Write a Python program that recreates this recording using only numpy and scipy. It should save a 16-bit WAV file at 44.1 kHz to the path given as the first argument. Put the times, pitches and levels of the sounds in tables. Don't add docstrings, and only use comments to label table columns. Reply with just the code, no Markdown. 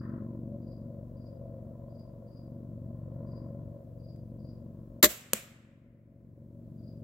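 import sys
import numpy as np
from scipy import signal
from scipy.fft import rfft, irfft, next_fast_len
from scipy.io import wavfile
from scipy.ndimage import uniform_filter1d, minimum_filter1d

SR = 44100
rng = np.random.default_rng(int(sys.argv[2]) if len(sys.argv) > 2 else 0)


def digitize_waveform(pressure):
    field = np.atleast_2d(pressure).T
    bounded = np.clip(field, -1, 1)
    quanta = np.round(bounded * 32767).astype(np.int16)
    wavfile.write(sys.argv[1], SR, quanta)


N = 310196
TIME = np.arange(N) / SR
LEFT_RIGHT = np.array([[.5], [-.5]])

# frequency in Hz, how alike they sound (1 = same), left minus right in dB.
MICROPHONES = [(30.2, 0.45, 1), (90, 1, 2.5), (300, 0.92, 0.96), (693, 0.76, 2.5), (1280, 0.2, 6.5),
               (2330, 0.067, 1.5), (4350, 0.22, 0.9), (8050, .1, -0.5), (14000, 0.23, -2)]


def from_db(db):
    return 10 ** (np.asarray(db) / 20)


def rms_one(x):
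    return x / np.sqrt(np.mean(x ** 2) + 1e-20)


def at_hz(table, hz, column=1):
    rows = np.array(table, float)
    return np.interp(np.log(np.maximum(hz, 1)), np.log(rows[:, 0]), rows[:, column])


def over_time(curve):
    return np.interp(TIME, *np.transpose(curve))


def decay(start, t60):
    age = TIME - start
    return (age >= 0) * 1000. ** -np.clip(age / t60, 0, 10)


def add(out, x, start):
    at = round(start * SR)
    x = x[..., max(-at, 0):N - at]
    out[..., max(at, 0):max(at, 0) + x.shape[-1]] += x


def noise(tone, size=N):
    padded = next_fast_len(size, True)
    hz = np.fft.rfftfreq(padded, 1 / SR)
    shared, opposite = rfft(rng.standard_normal((2, padded)))
    alike = np.clip(at_hz(MICROPHONES, hz), -1, 1)
    pair = np.sqrt(1 + alike) * shared + np.sqrt(1 - alike) * opposite * [[1], [-1]]
    return rms_one(irfft(pair * from_db(at_hz(tone, hz)), padded)[:, :size])


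def knock(tone, size=8192):
    log_gain = np.log(from_db(at_hz(tone, np.fft.rfftfreq(size, 1 / SR))))
    cepstrum = irfft(log_gain)
    cepstrum[1:size // 2] *= 2
    cepstrum[size // 2 + 1:] = 0
    return irfft(np.exp(rfft(cepstrum)))


def puff(tone, size=8192):
    gain = from_db(at_hz(tone, np.fft.rfftfreq(size, 1 / SR)))
    return np.roll(irfft(gain), size // 2)


def repeat(firings, sound, mode="full"):
    return rms_one(signal.fftconvolve(firings, sound, mode)[:N])


def cylinders(first_s=.0098, second_at=.575, second_db=-2.5, wobble_db=.6, jitter_s=.00015):
    # time in seconds, engine cycles per second.
    idle_speed = [(0, 23.535), (1.4, 23.515), (2.2, 23.44), (3.3, 23.335), (7, 23.32)]
    cycles = np.cumsum(over_time(idle_speed)) / SR
    firings = np.zeros(N)
    for phase, db in ((0, 0), (second_at, second_db)):
        due_s = np.interp(np.arange(phase, cycles[-1]), cycles, TIME)
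        late, strong = rng.standard_normal((len(due_s), 2)).T
        at = ((first_s + due_s + jitter_s * late) * SR).astype(int)
        firings[np.clip(at, 0, N - 1)] = from_db(db + wobble_db * strong)
    return firings


def exhaust(firings, throb):
    # frequency in Hz, relative level in dB.
    muffler_tone = [(20, -37), (47, -17), (70, -9.5), (95, 2.5), (120, 2), (145, 7.5), (165, -5.5),
                    (200, -25.5), (3000, -115)]
    pipe_tone = [(80, -45.5), (185, -13.5), (215, 3.5), (240, 2), (280, -12), (330, -10), (400, -20.5),
                 (700, -50.5), (3000, -100)]
    # time in seconds, level in dB.
    boom_level = [(0.0, -42), (1.23, -47), (1.45, -45), (2.35, -50.5), (2.74, -43.5), (3.26, -42),
                  (3.71, -43.5), (3.78, -51.5), (3.93, -46), (4.48, -45.5), (4.9, -51), (6.9, -46)]
    bark_level = [(0.0, -43.5), (0.18, -40), (0.93, -50.5), (2.37, -55), (2.59, -47.5), (3.04, -52.5),
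                  (3.41, -44.5), (3.97, -58.5), (4.35, -49.5), (4.9, -52), (6.9, -50.5)]

    def blown(tone, loudness, ringing, rumble):
        puffs = repeat(firings, -puff(tone), "same")
        sound = puffs + ringing * repeat(firings, knock(tone)) + rumble * throb * noise(tone)
        return from_db(over_time(loudness)) * rms_one(sound)

    boom = blown(muffler_tone, boom_level, ringing=.21, rumble=.24)
    return boom + blown(pipe_tone, bark_level, ringing=.39, rumble=.51)


def opening_rasp(throb, rise_s=.017, sag_db_per_s=40, fade_from_s=.2):
    # frequency in Hz, relative level in dB.
    rasp_tone = [(700, -23), (1000, 2.5), (1400, -1.5), (1900, -8.5), (2200, -26), (6000, -59)]
    swell = np.minimum(TIME / rise_s, 1) * from_db(-55 - sag_db_per_s * TIME)
    fade = (TIME < fade_from_s) + decay(fade_from_s, t60=.38)
    return swell * fade * throb * noise(rasp_tone)


def case_and_valves(firings, throb):
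    # frequency in Hz, relative level in dB.
    case_tone = [(250, -35), (420, -25.5), (490, -2), (520, -4), (555, 5), (590, -5), (655, -2.5),
                 (770, -26), (1100, -33), (3000, -88.5)]
    valve_tone = [(500, -32), (850, -4.5), (1020, 10), (1200, -8), (1400, -6), (1550, -16.5), (1750, -13),
                  (2300, -26), (6000, -73)]
    # time in seconds, level in dB.
    case_level = [(0.0, -55.5), (0.61, -54.5), (1.18, -55.5), (1.45, -50.5), (1.65, -53), (2.77, -57),
                  (3.29, -51.5), (4.9, -60.5), (6.9, -60.5)]
    valve_level = [(0.35, -67.5), (0.41, -74.5), (1.67, -72.5), (2.81, -75.5), (3.35, -65), (4.01, -80),
                   (4.9, -74), (6.9, -83.5)]

    def shaken(tone, loudness, rough):
        sound = repeat(firings, -knock(tone)) + rough * throb * noise(tone)
        return from_db(over_time(loudness)) * rms_one(sound)

    return shaken(case_tone, case_level, rough=1.5) + shaken(valve_tone, valve_level, rough=1.4)


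def case_singing(swell_s=.042):
    # loudest moment in seconds, pitch in Hz, level in dB.
    notes = [(.55, 570, -47.5), (.695, 541, -52.5), (.955, 565, -51), (1.49, 656, -56), (1.55, 533, -51.5),
             (3.3, 560, -56.5)]
    out = np.zeros(N)
    for peak_s, hz, db in notes:
        age = TIME - peak_s
        out += from_db(db) * np.exp(-(age / swell_s) ** 2) * np.sin(2 * np.pi * hz * age)
    return np.sqrt(2) * out


def engine():
    firings = cylinders()
    shake = np.convolve(decay(0, t60=.2)[:SR // 4], np.hanning(SR // 300))
    throb = repeat(firings, shake)
    return exhaust(firings, throb) + opening_rasp(throb) + case_and_valves(firings, throb) + case_singing()


def cricket(wing_hz=4790, step_hz=25, rise_hz=90, step_db=5, stroke_s=.05, gap_s=.046):
    # time in seconds, level in dB that the strokes climb toward.
    chirps = [(-.10, -58.5), (0.632, -65), (1.176, -65), (1.908, -65.5), (2.283, -63.5), (3.279, -64.5),
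              (4.005, -64), (4.405, -63.5), (6.793, -65)]
    out = np.zeros((2, N))
    along = np.linspace(0, 1, int(stroke_s * SR))
    for chirp_s, db in chirps:
        for k in range(3):
            hz = wing_hz + step_hz * k + rise_hz * (along - .5) + rng.normal(0, 12)
            stroke = np.sin(np.pi * along) ** 2 * np.sin(2 * np.pi * np.cumsum(hz) / SR)
            add(out, from_db(db + step_db * (k - 3)) * stroke, chirp_s + k * gap_s - stroke_s / 2)
    scrape = noise([(3500, -31.5), (4400, -8), (4800, 6), (5300, -7.5), (6500, -34.5)])
    out += from_db(-4) * np.abs(signal.hilbert(out)) * scrape
    trees = forest_echo(delay_s=.0029, spread_s=.08, tilt_db_per_octave=-3)
    trees *= decay(0, t60=1.4)[:trees.shape[1]]
    echo = from_db(-25) * signal.fftconvolve(out, trees, axes=1)[:, :N]
    add(echo, from_db(-14) * out, start=.095)
    return out + echo


def forest_echo(delay_s, spread_s, tilt_db_per_octave, size=65536):
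    # frequency in Hz, relative level in dB, t60 in seconds.
    bands = [(200, -2, 1.6), (590, 6, 1.6), (840, -3, 2.4), (2100, 0.5, 2.82), (2700, 1, 1.7),
             (3300, 0, 1.3), (4360, -4, 1.05), (6220, -3, .84), (7640, 3, .85), (8705, -11.5, .88),
             (13150, -2, .55), (16000, -4, .35)]
    # frequency in Hz, left minus right in dB.
    lean = [(600, 0), (1200, -4), (5000, 0.5), (13000, -6)]
    age = np.maximum(TIME[:size] - delay_s, 0)
    spreading = (1 - np.exp(-age / .008)) / (1 + age / spread_s)
    hz = np.fft.rfftfreq(size, 1 / SR)
    white = rfft(noise([(20, 0), (20000, 0)], size))
    echo = 0
    for k, (centre_hz, db, t60) in enumerate(bands):
        band = at_hz([(row[0], j == k) for j, row in enumerate(bands)], hz)
        tilt_db = tilt_db_per_octave * np.log2(centre_hz / 4000)
        gain = from_db(db + tilt_db + at_hz(lean, centre_hz) * LEFT_RIGHT)
        echo += gain * irfft(white * band) * 1000. 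** (-age / t60)
    return echo * spreading


def air():
    # frequency in Hz, relative level in dB.
    air_tone = [(31, 24), (45, 48), (65, 39), (270, 37.5), (800, 14), (2000, -2), (6000, -7), (7500, -5.5),
                (9000, -8), (16000, 0)]
    return from_db(-55.5) * noise(air_tone)


def handling():
    # start in seconds, level in dB.
    ticks = [(1.995, -68), (4.161, -65)]
    return sum(from_db(db) * decay(start, t60=.015) for start, db in ticks) * noise([(5000, 2), (15000, -3)])


def crossbow(release_s=5.0268, slide_s=.0075, recoil_s=5.04, recoil_hz=60.4, lean_left_db=1):
    # start in seconds, rasp in dB,
    # blow to the bow's limbs (its springy arms) in dB, brightness of that blow in Hz.
    contacts = [(5.0348, -1.5, -4, 2197), (5.0384, -2.5, -11, 4000), (5.0427, 1, -17, 2000),
                (5.052, -11, -19, 600), (5.0572, -17, -18, 600.2)]
    # frequency in Hz, relative level in dB.
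    snap_tone = [(88, -36), (160, -26), (450, -2.5), (589, 0), (854, -18), (1020, -7.5), (1480, -9),
                 (1950, -1), (2350, -8.5), (2800, -11), (3900, -5), (5460, -11.5), (7400, -1.5),
                 (9260, -18.5), (13800, -1.5), (16000, -20)]
    # pitch in Hz, relative level in dB, t60 in seconds.
    limb_notes = [(208, -9, .11), (310, -4, 0.07), (355, -3, .07), (420.2, -8, 0.069), (569.6, -5, .07),
                  (790, -21, .06), (1030, -9, .05), (1260, -15, .05), (1700, -7, .045), (1978, -9, .05),
                  (2320, -12, .035)]
    along_rail = np.clip((TIME - release_s) / slide_s, 0, 1)
    rasp = np.sqrt(np.abs(np.sin(np.pi * along_rail)))
    for start, rasp_db, _, _ in contacts:
        buzz = from_db(-22) * decay(start, t60=.14)
        rasp += from_db(rasp_db) * (decay(start, t60=.032) + buzz)
    recoil = from_db(-24.5) * decay(recoil_s, t60=.2) * np.sin(2 * np.pi * recoil_hz * (TIME - recoil_s))
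    out = rasp * noise(snap_tone) + twang() + recoil
    for start, _, blow_db, bright_hz in contacts:
        add(out, from_db(blow_db) * ring(limb_notes, bright_hz), start)
    out *= from_db(lean_left_db * LEFT_RIGHT)
    add(out, from_db(-20.5) * forest_echo(delay_s=.06, spread_s=.047, tilt_db_per_octave=1.43), release_s)
    return out


def ring(notes, bright_hz=SR, size=8192, bass_cut_hz=170, skew_s=.00008):
    hz, db, t60 = np.transpose(notes)[:, :, None]
    age = TIME[:size]
    strength = from_db(db + rng.standard_normal(db.shape)) / np.hypot(1, (hz / bright_hz) ** 2)
    fading = strength * 1000. ** (-age / t60)
    lead_s = skew_s * (-1) ** np.arange(len(hz))[:, None]
    side_ages = [np.maximum(age + side * lead_s - skew_s, 0) for side in (1, -1)]
    motion = [np.sum(fading * np.sin(2 * np.pi * hz * t), axis=0) for t in side_ages]
    return signal.sosfilt(signal.butter(4, bass_cut_hz, "high", fs=SR, output="sos"), motion)


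def twang(peak_s=5.055, swell_s=.008, pitch_hz=580, rise_hz_per_s=2000, left_lead_s=.00016):
    age = TIME - peak_s
    loudness = np.where(age < 0, np.exp(-(age / swell_s) ** 2), decay(peak_s, t60=.07))
    cycles = pitch_hz * (age + np.array([[left_lead_s], [0]])) + rise_hz_per_s * age ** 2 / 2
    return from_db(-8) * loudness * np.sin(2 * np.pi * cycles)


def bolt_strike(hit_s=5.3334, echo_peak_s=.023):
    # frequency in Hz, relative level in dB.
    strike_tone = [(88, -35), (150, -21), (534, 0.5), (854, -12.5), (1240, -2.5), (1560, -8.5), (2870, -3),
                   (5050, -8.5), (6390, -5.5), (7400, 4), (8560, -3), (10400, 0), (13500, -4),
                   (16000, -8.5)]
    near_tree_tone = [(150, 0), (700, -21), (2400, 6.5), (5000, -16), (7400, 1.5), (9500, -5), (13000, -5),
                      (16000, -26)]
    # pitch in Hz, relative level in dB, t60 in seconds.
    target_notes = [(216.4, -19.5, 0.078), (363, -19.5, .03), (542, -12, .022), (1140, -13, .016),
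                    (7500, -17, .007)]
    splinters = from_db(-11) * decay(hit_s, t60=.027)
    out = (decay(hit_s, t60=.007) + splinters) * noise(strike_tone)
    click = knock(strike_tone)
    add(out, from_db(10) * click / np.abs(click).max() + ring(target_notes), hit_s)
    add(out, from_db(-25) * forest_echo(delay_s=.0019, spread_s=.053, tilt_db_per_octave=.5), hit_s)
    progress = np.maximum(TIME - hit_s, 0) / echo_peak_s
    swell = progress * np.exp(1 - progress)
    return out + from_db(-34) * swell * noise(near_tree_tone)


def scene():
    dry = engine() + crossbow() + bolt_strike() + cricket() + handling() + air()
    size = next_fast_len(N + SR // 10, True)
    lean_db = at_hz(MICROPHONES, np.fft.rfftfreq(size, 1 / SR), column=2)
    return irfft(rfft(dry, size) * from_db(lean_db * LEFT_RIGHT), size)[:, :N]


def housing(x, dip_hz=810, depth=.32):
    return x - depth * signal.lfilter(*signal.iirpeak(dip_hz, Q=2.9, fs=SR), x)


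def record(dry, limit_db=-12.5, hold_s=1.0, recover_db_per_s=14.5, ceiling=.72, cutoff_hz=15780):
    power = uniform_filter1d(np.mean(dry ** 2, axis=0), size=1400)
    over_db = np.maximum(10 * np.log10(np.maximum(power, 1e-12)) - limit_db, 0)
    half_hold = int(hold_s * SR) // 2
    held_db = -minimum_filter1d(-over_db, 2 * half_hold + 1, origin=half_hold)
    recovery_db = recover_db_per_s * TIME
    dip_db = np.maximum.accumulate(held_db + recovery_db) - recovery_db
    early_dip_db = np.interp(TIME + .012, TIME, dip_db)
    out = ceiling * np.tanh(housing(dry) * from_db(-early_dip_db) / ceiling)
    return signal.sosfilt(signal.ellip(10, .1, 80, cutoff_hz, fs=SR, output="sos"), out)


dry = scene()
out = record(dry)
digitize_waveform(out)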